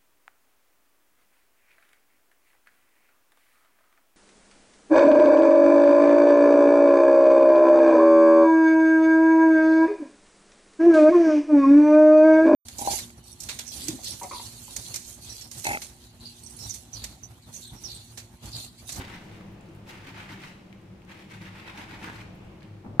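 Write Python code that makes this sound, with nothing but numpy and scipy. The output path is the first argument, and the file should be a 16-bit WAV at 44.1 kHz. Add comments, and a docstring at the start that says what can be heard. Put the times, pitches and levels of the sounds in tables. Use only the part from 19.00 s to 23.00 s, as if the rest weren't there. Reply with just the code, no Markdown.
"""Soap and wet cloth at a basin.

Hands rub soap over a wet cloth in a small tiled bathroom, in bouts of quick strokes. Each stroke
squelches and bursts tiny bubbles; air trapped in the palms thuds; lather ticks over the room's drone.
At the end a hand bumps the tap and its lever knocks hard through the counter."""
import sys
import numpy as np
from scipy import signal
from scipy.fft import rfft, irfft, next_fast_len
from scipy.io import wavfile
from scipy.ndimage import uniform_filter1d, map_coordinates

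SR = 44100
rng = np.random.default_rng(int(sys.argv[2]) if len(sys.argv) > 2 else 0)


def store_wav(level_fs):
    """Save 16-bit WAV to argv[1]."""
    pcm = np.round(np.clip(np.atleast_2d(level_fs), -1, 1) * 32767)
    wavfile.write(sys.argv[1], SR, pcm.T.astype(np.int16))


N = 176400

# Room resonances. Each row: frequency in Hz, half-width in Hz, level in dB.
DRONE_MODES = [(52.3, 5.1, -63.5), (105.4, 7.9, -53), (147.6, 10.6, -57), (187.7, 16.5, -53.5),
               (321, 19, -62.5)]
# Swell of those resonances. Each row: time in seconds, gain in dB.
MODE_SWELL = [(0, 0.5), (.7, 1), (1.0, -2.5), (1.35, 2), (1.6, -5.5), (1.9, 1), (2.23, -4), (2.38, 4),
              (2.7, -1), (3.1, 1), (3.5, 2), (3.8, 1.5)]
# Background wash. Each row: time in seconds, level in dB.
WASH_ENVELOPE = [(0, -54), (.35, -50), (.8, -53.5), (1.6, -57), (2, -62), (3, -51), (3.5, -50.5),
                 (3.78, -61), (4, -80)]
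# Rubbing strokes. Each row: peak time, rise and fall in seconds, level in dB, fizz and squelch trims in dB.
RUB_STROKES = [(.009, 0.02, 0.014, -43.5, 5, 6), (0.049, 0.011, 0.0084, -47, 1, 0.5),
               (.095, 0.024, 0.03, -47.5, 2.5, -3), (.148, 0.035, 0.025, -47, 0, -3.5),
               (.345, 0.15, 0.048, -59.5, 4, 1), (.899, 0.019, .013, -48, 6, 2),
               (.945, 0.028, 0.068, -51, -0.5, 0), (1.091, 0.031, 0.018, -46.5, 1, -3.5),
               (1.201, 0.041, 0.036, -45, 0.5, 1.5), (1.324, 0.031, 0.024, -46.5, 1.5, 2),
               (1.452, 0.048, 0.038, -47, 2, -3.5), (2.11, 0.016, 0.023, -46.5, -1.5, -0.5),
               (2.2, 0.038, 0.034, -52.5, 2.5, -1), (2.334, 0.025, 0.027, -47.5, 2, -4),
               (2.422, 0.012, 0.018, -49.5, 2.5, -9), (2.469, 0.021, 0.019, -46, -2.5, -6),
               (2.588, 0.042, 0.031, -48, -0.5, -1), (2.692, 0.033, 0.018, -44.5, -2, -1),
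               (2.808, 0.042, 0.027, -45, 2, 4), (2.932, 0.035, 0.035, -45.5, -1, 4),
               (3.048, 0.031, 0.024, -44.5, 3, 4), (3.09, 0.019, 0.011, -47, -1, 12),
               (3.162, 0.038, .024, -51.5, 4.5, -8), (3.214, 0.035, 0.015, -50.5, 0.5, -13),
               (3.64, .03, 0.025, -63, -5, -6)]
# Palm thuds. Each row: start in seconds, level in dB, pitch in Hz.
PALM_THUDS = [(.003, -38, 266), (.685, -37.5, 330), (1.069, -39.5, 276), (1.319, -37.5, 266),
              (1.375, -43.5, 328), (3.035, -37.5, 311)]
# Lather ticks and drips. Each row: start in seconds, level in dB, pitch in Hz, half-width in octaves.
LATHER_TICKS = [(0.409, -39, 1300, .4), (.516, -62, 13000, .3), (.526, -59, 13000, .3),
                (.609, -51, 7200, 0.27), (.749, -52, 10000, .5), (.76, -56, 11000, .5),
                (0.897, -41.5, 2280, 0.28), (.942, -35, 985, 0.38), (1.727, -41.5, 2330, 0.46),
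                (1.814, -61, 7040, 0.56), (2.019, -50, 2470, .3), (2.049, -55.5, 6000, 0.66),
                (2.095, -40, 2000, .5), (2.315, -49, 6500, .5), (3.044, -27, 1190, 0.28),
                (3.349, -60, 11500, .55), (3.356, -57, 11500, .55), (3.45, -62, 7060, .5),
                (3.607, -53, 4260, .3), (3.621, -44.5, 2000, 0.34), (3.629, -46, 3070, 0.57)]
# Knocks on the tap. Each row: start in seconds, gain in dB, contact cutoff in Hz.
TAP_KNOCKS = [(3.846, -42, 700), (3.863, -33, 300), (3.9955, -5.5, 2500)]
# Counter resonances. Each row: frequency in Hz, gain in dB, T60 in seconds.
COUNTER_MODES = [(102, -35, .35), (195, -23.5, 0.14), (255, -2, 0.077), (730, -4.5, 0.027),
                 (876, 0.5, 0.04), (1204, 2, 0.025), (1310, -17, 0.021), (2350, -5.5, 0.039)]
# Texture spectra. Each row: frequency in Hz, relative level in dB.
DRONE_SPECTRUM = [(12, -61), (20, -30), (70, -7.5), (98, -7.5), (153, -17), (186, 0), (274, -15.5),
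                  (324, -3.5), (428, -15), (506, -14.5), (707, -20.5), (790, -18), (1100, -22.5),
                  (2280, -27), (15600, -49)]
WASH_SPECTRUM = [(200, 9), (400, 4), (900, 0.5), (1400, -8), (2100, -8), (2700, -6.5), (3500, -15.5),
                 (5000, -23), (15000, -39)]
RUB_SPECTRUM = [(250, -3), (500, -14), (900, -9.5), (1200, -5.5), (1520, -4), (1750, -3), (2150, 1.5),
                (2800, -1.5), (4000, -7.5), (6000, -17), (9000, -43), (16000, -45)]
FIZZ_SPECTRUM = [(1500, -21), (3500, -1), (5500, -1), (8000, -3.5), (12000, -6.5), (15500, -11)]
SQUELCH_SPECTRUM = [(120, -14.5), (300, 4.5), (480, -4.5), (650, -12), (800, 3.5), (930, 5.5), (1150, -5.5),
                    (1500, 2.5), (2200, 1), (5000, -48)]
DRAG_SPECTRUM = [(80, -8), (115, 12.5), (150, -15), (190, 3.5), (280, -7.5), (450, -14), (800, -16),
                 (1200, -22), (1800, -40), (4000, -55), (15000, -76)]
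# Decay of the tiled room. Each row: frequency in Hz, T60 in seconds.
TILE_DECAY = [(150, 0.73), (1000, 0.71), (3000, 0.68), (7000, 0.66), (15000, 0.33)]
# Stereo likeness. Each row: frequency in Hz, left-right correlation.
ROOM_CORRELATION = [(60, 1), (170, 0.99), (260, 0.88), (360, 0.44), (600, .65), (950, 0.26), (2400, 0.071),
                    (6000, 0)]
HANDS_CORRELATION = [(130, .95), (300, 0.98), (640, 0.81), (900, 0.42), (1150, -0.1), (1500, .1),
                     (2200, 0.23), (3100, 0.32), (6800, 0.025), (15000, -0.075)]
# Stereo balance. Each row: frequency in Hz, left minus right in dB.
LEFT_BIAS = [(40, 0.5), (120, 1.9), (600, 0), (1200, 0.5), (2200, 1.3), (4000, -0.5), (9000, 1.5)]


def amp(db):
    """Decibels to gain."""
    return 10 ** (np.asarray(db) / 20)


def unit(x):
    """Scale to rms 1."""
    return x / np.sqrt(np.mean(x ** 2) + 1e-20)


def along(points, hz):
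    """Interpolate on a log frequency axis."""
    freqs_hz, values = np.transpose(points)
    return np.interp(np.log(hz + 1), np.log(freqs_hz + 1), values)


def envelope(rows):
    """(s, dB) points to gain per sample."""
    return amp(np.interp(np.arange(N) / SR, *np.transpose(rows)))


def wobble(rate_hz):
    """Smooth random curve."""
    return map_coordinates(rng.standard_normal(4000), [np.arange(N) * rate_hz / SR], mode="wrap")


def filtered(x, response):
    """Apply a gain given as a function of Hz."""
    size = next_fast_len(N + SR // 2)
    return irfft(rfft(x, size) * response(np.fft.rfftfreq(size, 1 / SR)), size)[..., :N]


def spread(pair, correlation):
    """Two unrelated signals to left and right with the given correlation."""
    def mid_side_gains(hz):
        angle = np.arccos(np.clip(along(correlation, hz), -1, 1)) / 2
        return np.array([np.cos(angle), np.sin(angle)])
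    mid, side = filtered(pair, mid_side_gains)
    return np.array([mid + side, mid - side])


def coloured(pair, spectrum, correlation):
    """Stereo texture of rms 1 with the given spectrum."""
    return unit(spread(filtered(pair, lambda hz: amp(along(spectrum, hz))), correlation))


def room_noise(spectrum):
    """Coloured noise, near mono in the bass, wide in the treble."""
    return coloured(rng.standard_normal((2, N)), spectrum, ROOM_CORRELATION)


def drone(steady_db=-52.5):
    """Low background noise gathers in the room's modes, under a soft wash."""
    modes = np.zeros(N)
    for hz, width_hz, db in DRONE_MODES:
        band = filtered(rng.standard_normal(N), lambda f: 1 / (1 + ((f - hz) / width_hz) ** 2))
        modes += amp(db) * unit(band)
    steady = amp(steady_db) * room_noise(DRONE_SPECTRUM)
    wash = envelope(WASH_ENVELOPE) * room_noise(WASH_SPECTRUM)
    return envelope(MODE_SWELL) * modes + steady + wash


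def bubbles(per_s, centre_hz, cycles, scatter_db):
    """Bursting bubbles, each a short damped ring of its own size and place."""
    count = int(np.clip(per_s * N / SR, 1, 40000))
    when, pitch, strength, place = rng.random((40000, 4))[:count].T[:, :, None]
    hz = np.minimum(centre_hz * 2 ** (3 * (pitch - .5)), SR / 2)
    age = np.arange(120)
    turns = hz * age / SR
    gain = amp(scatter_db * np.minimum(-np.log(1 - strength), np.pi))
    rings = gain * np.sin(2 * np.pi * turns) * np.exp(-np.pi * turns / cycles) * (1 - age / len(age))
    index = ((when * N).astype(int) + age).ravel()
    pans = np.cos(2 * np.pi * place), np.sin(2 * np.pi * place)
    return unit(np.array([np.bincount(index, (rings * pan).ravel(), N)[:N] for pan in pans]))


def pockets(pair, depth_db=2.0):
    """Air pockets open and close in the wet folds, so narrow bands briefly stand out."""
    bands = signal.stft(pair, nperseg=512)[2]
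    field = uniform_filter1d(rng.standard_normal(bands.shape[1:]), size=2, axis=0)
    field = uniform_filter1d(field, size=6, axis=1)
    return signal.istft(bands * amp(depth_db * unit(field)), nperseg=512)[1][:, :N]


def lather(crowd, spectrum, hiss_db):
    """Bubbles on the hiss of sliding wet cloth, coloured by the folds."""
    hiss = amp(hiss_db) * rng.standard_normal((2, N))
    return coloured(pockets(crowd + hiss), spectrum, HANDS_CORRELATION)


def scrubbing(fizz_db=-11, squelch_db=-5.5, judder_db=1.95, judder_hz=130):
    """Each stroke swells and fades, driving the rub, the foam's fizz and the cupped palm's squelch."""
    t = np.arange(N) / SR
    power = np.zeros((3, N))
    for peak_s, rise_s, fall_s, db, fizz_trim_db, squelch_trim_db in RUB_STROKES:
        shape = np.exp(-((t - peak_s) / np.where(t < peak_s, rise_s, fall_s)) ** 2)
        levels_db = [[db], [db + fizz_trim_db + fizz_db], [db + squelch_trim_db + squelch_db]]
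        power += shape * amp(levels_db) ** 2
    rub_gain, fizz_gain, squelch_gain = np.sqrt(power) * amp(judder_db * wobble(judder_hz))
    medium = bubbles(per_s=2200, centre_hz=2410, cycles=3.1, scatter_db=0.5)
    rub = lather(medium, RUB_SPECTRUM, hiss_db=0)
    fine = bubbles(per_s=2200, centre_hz=7300, cycles=2.9, scatter_db=-0.5)
    fizz = lather(fine, FIZZ_SPECTRUM, hiss_db=0)
    large = bubbles(per_s=800, centre_hz=860, cycles=11, scatter_db=1.5)
    squelch = lather(large, SQUELCH_SPECTRUM, hiss_db=-1)
    return rub_gain * rub + fizz_gain * fizz + squelch_gain * squelch


def resting_foam(start_db=-70.5, fade_db_per_s=6.0, patchy_db=2.5):
    """Foam between the fingers fizzes faintly in fading patches."""
    db = start_db - fade_db_per_s * np.arange(N) / SR + patchy_db * wobble(rate_hz=22.25)
    fine = bubbles(per_s=500, centre_hz=8400, cycles=5.5, scatter_db=8.5)
    return amp(db) * lather(fine, FIZZ_SPECTRUM, hiss_db=7)


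def thuds(rise_s=0.0056, decay_s=0.023):
    """Air trapped between the palms gives a soft low note."""
    out, t = np.zeros(N + SR), np.arange(SR // 4) / SR
    shape = (1 - np.exp(-t / rise_s)) * np.exp(-t / decay_s)
    for start_s, db, hz in PALM_THUDS:
        out[round(start_s * SR):][:len(t)] += amp(db) * np.sin(2 * np.pi * hz * t) * shape
    return out[:N]


def ticks(rise_s=0.00062, decay_s=0.0023):
    """Single larger bubbles and drips break with a short wet spit around their own pitch."""
    out, t = np.zeros((2, N + SR)), np.arange(SR // 10) / SR
    bins_hz = np.fft.rfftfreq(len(t), 1 / SR) + 1
    shape = np.exp(-t / decay_s) * (1 - np.exp(-t / rise_s))
    for start_s, db, hz, width_oct in LATHER_TICKS:
        band = 1 / (1 + (np.log2(bins_hz / hz) / width_oct) ** 2)
        spit = irfft(rfft(rng.standard_normal((2, len(t)))) * band, len(t))
        out[:, round(start_s * SR):][:, :len(t)] += amp(db) * unit(spit) * shape
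    return spread(out[:, :N], HANDS_CORRELATION)


def lever_drag(start_s=3.842, rise_s=0.0031, decay_s=0.35, db=-38.5):
    """The hand drags on the lever; the counter rumbles."""
    t = np.maximum(np.arange(N) / SR - start_s, 0)
    shape = (1 - np.exp(-t / rise_s)) * np.exp(-t / decay_s)
    return amp(db) * shape * room_noise(DRAG_SPECTRUM)


def tap_knocks(contact_s=.0005, crack_db=-26.5, crack_s=0.006, crack_hz=1500, left_lead_s=0.00017):
    """Knocks on the tap ring the counter, with a faint crack; soft contacts reach only the low modes."""
    out = np.zeros((2, N + SR))
    t = np.maximum(np.arange(SR // 2) / SR - np.array([[0], [left_lead_s]]), 0)
    attack = 1 - np.exp(-(t / contact_s) ** 2)
    for start_s, db, cutoff_hz in TAP_KNOCKS:
        ring = sum(amp(mode_db - 60 * t / t60_s) * np.sin(2 * np.pi * hz * t) / np.hypot(1, hz / cutoff_hz)
                   for hz, mode_db, t60_s in COUNTER_MODES)
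        crack_gain = amp(crack_db) / (1 + (crack_hz / cutoff_hz) ** 2)
        crack = crack_gain * np.exp(-t / crack_s) * rng.standard_normal(t.shape)
        out[:, round(start_s * SR):][:, :SR // 2] += amp(db) * (ring * attack + crack)
    return out[:, :N] * amp([[1], [-1]])  # left 2 dB above right


def tile_echo(x, tails=6):
    """Tiled walls ring on, treble dying first; several random tails cross-fade to keep the echo smooth."""
    wet, blend = np.zeros((2, N)), np.linspace(0, tails - 1, N)
    for k in range(tails):
        hz, t, bands = signal.stft(rng.standard_normal((2, SR)), SR, nperseg=256)
        decay = amp(-60 * t / along(TILE_DECAY, hz)[:, None])
        tail = signal.istft(bands * decay, SR, nperseg=256)[1]
        tail = np.pad(tail / np.linalg.norm(tail[0]), ((0, 0), (SR // 300, 0)))  # 3.3 ms predelay
        crossfade = np.sqrt(np.maximum(1 - abs(blend - k), 0))
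        wet += signal.fftconvolve(x * crossfade, tail, axes=1)[:, :N]
    return spread(wet, HANDS_CORRELATION)


def scene(echo_db=-4.5):
    """Hands, their echo, room and tap, leaning slightly left."""
    hands = scrubbing() + resting_foam() + ticks()
    mix = hands + amp(echo_db) * tile_echo(hands) + thuds() + drone() + lever_drag()
    leaning = filtered(mix, lambda hz: amp(np.outer([.5, -.5], along(LEFT_BIAS, hz))))
    return leaning + tap_knocks()


def record(dry, top_hz=15750):
    """Steep low-pass at the microphone's band limit."""
    return signal.sosfilt(signal.ellip(12, .1, 80, top_hz, fs=SR, output="sos"), dry)


dry = scene()
out = record(dry)
store_wav(out)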